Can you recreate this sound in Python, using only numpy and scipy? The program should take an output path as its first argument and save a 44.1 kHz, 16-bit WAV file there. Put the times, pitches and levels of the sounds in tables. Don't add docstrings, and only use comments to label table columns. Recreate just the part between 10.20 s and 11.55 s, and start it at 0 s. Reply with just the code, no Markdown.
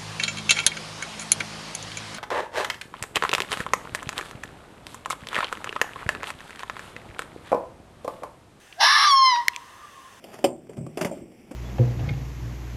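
import sys
import numpy as np
from scipy import signal
from scipy.io import wavfile

SR = 44100
rng = np.random.default_rng(int(sys.argv[2]) if len(sys.argv) > 2 else 0)


def wrap_up_sound(samples):
    columns = np.atleast_2d(samples).T
    tamed = np.clip(columns, -1, 1)
    steps = np.round(tamed * 32767).astype(np.int16)
    wavfile.write(sys.argv[1], SR, steps)


N = 59535
T = np.arange(N) / SR
HZ = np.fft.rfftfreq(8192, 1 / SR)


def amp(db):
    return 10 ** (np.asarray(db) / 20)


def unit_rms(x):
    return x / np.sqrt(np.mean(x ** 2) + 1e-20)


def curve_at(points, hz):
    point_hz, value = np.transpose(points)
    return np.interp(np.log(hz + 1), np.log(point_hz + 1), value)


def convolve(x, response):
    return signal.fftconvolve(x, response)[:N]


def minimum_phase(gain):
    log_gain = np.log(np.maximum(np.r_[gain, gain[-2:0:-1]], 1e-5))
    spectrum = np.exp(np.conj(signal.hilbert(log_gain)))
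    return np.fft.ifft(spectrum).real[:len(gain)]


def colour(x, spectrum):
    return convolve(x, minimum_phase(unit_rms(amp(curve_at(spectrum, HZ)))))


def bed(drive, spectrum, levels):
    return colour(drive, spectrum) * amp(np.interp(T, *np.transpose(levels)))


def ring(modes):
    return sum((-1) ** k * amp(db - 60 * T / t60) * np.sin(2 * np.pi * hz * T)
               for k, (hz, db, t60) in enumerate(modes))


def burst(start, rise, fade):
    return np.clip((T - start) / rise, 0, 1) * np.exp(-np.maximum(T - start - rise, 0) / fade)


def radiate(x, low_hz):
    return signal.sosfilt(signal.butter(2, low_hz, "highpass", fs=SR, output="sos"), x)


def slips(per_second=3500, spread_db=3):
    size = amp(spread_db * np.minimum(rng.exponential(1, N), 3))
    sign = rng.choice([-1., 1.], N)
    slipping = rng.random(N) < per_second / SR
    return unit_rms(size * sign * slipping)


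def sizzle(x, mirror_hz=8000, top_hz=1120, tilt_hz=2020):
    low = signal.sosfilt(signal.butter(4, top_hz, fs=SR, output="sos"), x)
    tilted = signal.lfilter(*signal.butter(1, tilt_hz, "highpass", fs=SR), low)
    return amp(-11) * tilted * 2 * np.cos(2 * np.pi * mirror_hz * T)


# frequency in Hz, relative spectral density in dB.
WASH_SPECTRUM = [(20, -26), (50, -8.5), (100, -9), (170, -0.5), (310, -1), (450, -8.5), (700, -17),
                 (1000, -33.5), (2000, -54)]
HISS_SPECTRUM = [(500, 7.5), (1500, -7.5), (2300, 8), (3400, -6.5), (4600, -9.5), (5700, 1), (6600, -20),
                 (7800, -5), (8400, -14), (9400, -26), (10400, -1.5), (12000, -32), (13600, -8),
                 (15000, -21), (16000, -39)]
# time in seconds, level in dB.
WASH_ENVELOPE = [(0, -55.5), (.08, -53), (.45, -50), (.75, -51), (0.999, -43), (1.151, -51), (1.35, -51)]
HISS_ENVELOPE = [(0, -60), (.42, -73), (.65, -63.5), (.95, -60.5), (1.08, -64), (1.2, -60), (1.35, -66.5)]
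def wash_and_hiss():
    wash, hiss = rng.standard_normal((2, N))
    return bed(wash, WASH_SPECTRUM, WASH_ENVELOPE) + bed(hiss, HISS_SPECTRUM, HISS_ENVELOPE)


# frequency in Hz, relative spectral density in dB.
RUSTLE_SPECTRUM = [(100, -19), (300, 4.5), (650, 13.5), (1000, 1.5), (2000, -2.5), (3300, -4.5), (5000, -8),
                   (6500, -14), (9000, -19), (13000, -10.5), (15000, -30), (16000, -27)]
# time in seconds, level in dB.
RUSTLE_ENVELOPE = [(0, -66), (.035, -52.5), (.07, -51.5), (0.129, -48.5), (0.232, -51.5), (.3, -60),
                   (.45, -62.5), (.58, -72), (.765, -58), (0.859, -57), (0.899, -54), (.98, -52.5),
                   (1.051, -66.5), (1.35, -58.5)]
def rustle():
    return bed(slips(), RUSTLE_SPECTRUM, RUSTLE_ENVELOPE)


# frequency in Hz, gain in dB, time to decay 60 dB in seconds.
BOAT_DECAY = [(60.4, -7, 0.74), (150, -9, 1), (213, -8, 0.2), (353, -9, 0.4), (475, -6.5, 0.16),
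              (620, -14, 0.28), (830, -1, 0.21), (1340, -13, 0.27), (3080, -15.5, 0.11), (15000, -30, 0.12)]
def after_ring(bumps, rise_s=0.027):
    bands = np.array(BOAT_DECAY)
    hz, t, noise = signal.stft(rng.choice([-1., 1.], N), SR, nperseg=512)
    db = curve_at(bands[:, :2], hz)[:, None]
    t60 = curve_at(bands[:, ::2], hz)[:, None]
    equal_energy = np.sqrt(2 * np.log(1000) / (t60 * SR))
    gain = amp(db - 60 * t / t60) * equal_energy
    tail = signal.istft(noise * gain, SR, nperseg=512)[1][:N]
    return convolve(bumps, tail * np.minimum(T / rise_s, 1))


# start, rise and decay constant in seconds, body level in dB, grit level in dB.
RUBS = [(0.04, 0.0036, 0.027, -53, -73), (0.127, 0.017, 0.012, -44, -41), (0.185, 0.0043, .008, -37, -44),
        (0.468, 0.0017, 0.0043, -59, -55.5), (0.491, 0.0017, 0.058, -49.5, -56.5),
        (0.532, 0.0024, 0.007, -71, -55.5), (0.568, .001, 0.022, -39.5, -52),
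        (0.6, 0.0064, 0.032, -43, -86), (0.661, 0.006, 0.0029, -43.5, -47),
        (0.772, 0.0011, 0.023, -31, -36), (0.808, 0.0053, 0.013, -26.5, -27),
        (0.845, 0.0031, 0.018, -28, -30), (0.91, 0.0041, 0.015, -28.5, -63),
        (1.309, 0.0034, 0.016, -40.5, -45)]
# frequency in Hz, relative spectral density in dB.
BODY_SPECTRUM = [(30, -41), (70, -32), (150, -6.5), (230, -3), (370, 4.5), (460, -8), (590, 2), (760, -6),
                 (950, -22), (1500, -38), (4000, -48)]
GRIT_SPECTRUM = [(50, -37), (200, -17), (700, 10.5), (1100, 5.5), (1600, 2), (2200, 0.5), (3500, -7),
                 (5800, -8), (6700, -9.5), (8500, -28), (9500, -11), (10500, -10), (13800, -18),
                 (15000, -34), (16000, -73)]
def scuffs():
    body = sum(amp(db) * burst(start, rise, fade) for start, rise, fade, db, _ in RUBS)
    grit = sum(amp(db) * burst(start, rise, fade) for start, rise, fade, _, db in RUBS)
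    return colour(body * slips(), BODY_SPECTRUM) + colour(grit * slips(), GRIT_SPECTRUM)


# start in seconds, impulse level in dB, contact time in seconds.
SOFT_BLOWS = [(0.1830, -44.5, 0.00085), (0.2650, -27, 0.0054), (0.4924, -40, 0.00068),
              (0.5160, -41, 0.0027), (0.5760, -21, 0.0034), (0.6010, -21, 0.0039), (0.631, -30.5, 0.0019),
              (0.6620, -33.5, 0.003), (0.6880, -31, 0.0042), (0.7270, -41, 0.0041), (0.809, -31, 0.0024),
              (0.8440, -28.5, 0.0026), (1.309, -45.5, 0.0013)]
# frequency in Hz, relative level in dB, time to decay 60 dB in seconds.
HULL_MODES = [(82, -29, 0.05), (131, -2, 0.11), (162.7, -6.5, 0.17), (225, -3.5, 0.142), (275, -5.5, 0.13),
              (284, -4.5, 0.062), (339, -10.5, 0.27), (384, -8, 0.25)]
def thuds():
    force = np.zeros(N)
    for start, db, contact in SOFT_BLOWS:
        push = np.sin(np.pi * np.clip((T - start) / contact, 0, 1))
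        force += amp(db) * push / (push.sum() + 1e-9)
    return radiate(convolve(force, ring(HULL_MODES)), low_hz=91)


# start in seconds, frequency in Hz, level in dB, time to decay 60 dB in seconds.
LOOSE_PARTS = [(0.0410, 637, -42.5, 0.055), (0.041, 3150, -43.5, 0.029), (0.1880, 394, -41.5, 0.042),
               (0.3200, 599, -33.5, .09), (0.3250, 236.5, -35, 0.21), (0.4940, 433, -30.5, 0.039),
               (0.5780, 390, -33.5, 0.042), (0.6652, 1160, -37, 0.018), (0.6660, 359, -30, 0.043),
               (0.7740, 744, -34, 0.18), (0.8110, 176, -27.5, 0.12), (0.8120, 2186, -29, 0.047),
               (0.8190, 615, -27, 0.064), (0.8477, 2120, -23.5, 0.019), (0.8140, 5870, -39, 0.022),
               (0.847, 5830, -33.5, 0.027), (0.8500, 177, -28.5, 0.1), (0.8580, 568, -23.5, 0.086),
               (0.9180, 615.4, -32, 0.15), (0.9680, 355, -36.5, 0.14), (1.0120, 337, -37, 0.18),
               (1.3110, 278, -29, 0.045), (1.3120, 524, -36, 0.077)]
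def clacks():
    return sum(amp(db) * burst(start, 1 / hz, t60 / np.log(1000)) * np.sin(2 * np.pi * hz * (T - start))
               for start, hz, db, t60 in LOOSE_PARTS)


# frequency in Hz, relative spectral density in dB.
CRACK_SPECTRUM = [(50, -26), (200, -3), (400, 14), (900, 4.5), (1400, -8.5), (2900, 1), (3800, -7),
                  (5000, -4), (6600, -17.5), (7500, -18), (9500, -18.5), (11000, -9), (13300, -10.5),
                  (15000, -31), (16000, -30)]
def crack(envelope):
    return colour(envelope * rng.standard_normal(N), CRACK_SPECTRUM)


# start in seconds, ring gain in dB, crack gain in dB.
HARD_CONTACTS = [(0.0408, -45, -38.5), (0.2416, -11, -23.5), (0.2440, -28, -21), (0.2470, -19.5, -34),
                 (0.4938, -47.5, -52), (0.569, -42, -49.5), (0.6645, -39, -63), (0.7729, -34.5, -32),
                 (0.8133, -41, -30), (0.8274, -38, -35.5), (0.849, -32.5, -31), (0.9215, -34, -59),
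                 (1.1184, -48, -57.5), (1.3150, -47, -47)]
# frequency in Hz, relative level in dB, time to decay 60 dB in seconds.
KNOCK_MODES = [(241.2, -15, 0.32), (326, -8.5, 0.14), (359, -17.5, 0.34), (383, 4.5, 0.024),
               (484, -13, 0.17), (560.8, 1.5, 0.075), (606, -33, 0.51), (658, -14, 0.33), (755, -10, 0.092),
               (2130, -19.5, 0.039), (2430, -42, 0.04), (2435, -20, 0.064), (2790, -28, 0.045),
               (3210, -25, 0.077), (4900, -27, 0.057), (5157, -32, 0.067), (5700, -27.5, 0.073)]
def knocks(ring_rise_s=0.0013, crack_rise_s=0.00036):
    impulses, crack_envelope = np.zeros((2, N))
    for start, ring_db, crack_db in HARD_CONTACTS:
        impulses += amp(ring_db) * np.sinc((T - start) * SR)
        snap = burst(start, crack_rise_s, fade=0.0041)
        tail = amp(-10) * burst(start, crack_rise_s, fade=0.017)
        crack_envelope += amp(crack_db) * (snap + tail)
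    response = radiate(ring(KNOCK_MODES) * np.minimum(T / ring_rise_s, 1), low_hz=210)
    return convolve(impulses, response) + crack(crack_envelope)


def scene():
    bumps = knocks() + clacks() + thuds() + scuffs()
    background = wash_and_hiss() + rustle()
    return (bumps + after_ring(bumps) + background)[None]


# centre in Hz, half width in Hz, depth in dB.
TREBLE_NOTCHES = [(4014, 370, 12), (7946, 140, 48), (11900, 320, 19)]
def record(dry, edge_hz=15800):
    dips_db = sum(depth * np.exp(-((HZ - hz) / width) ** 2) for hz, width, depth in TREBLE_NOTCHES)
    heard = convolve(dry[0], minimum_phase(amp(-dips_db))) + sizzle(dry[0])
    band_limit = signal.firwin(255, edge_hz, window=("kaiser", 9), fs=SR)
    return signal.fftconvolve(heard, band_limit, "same")[None]


dry = scene()
out = record(dry)
wrap_up_sound(out)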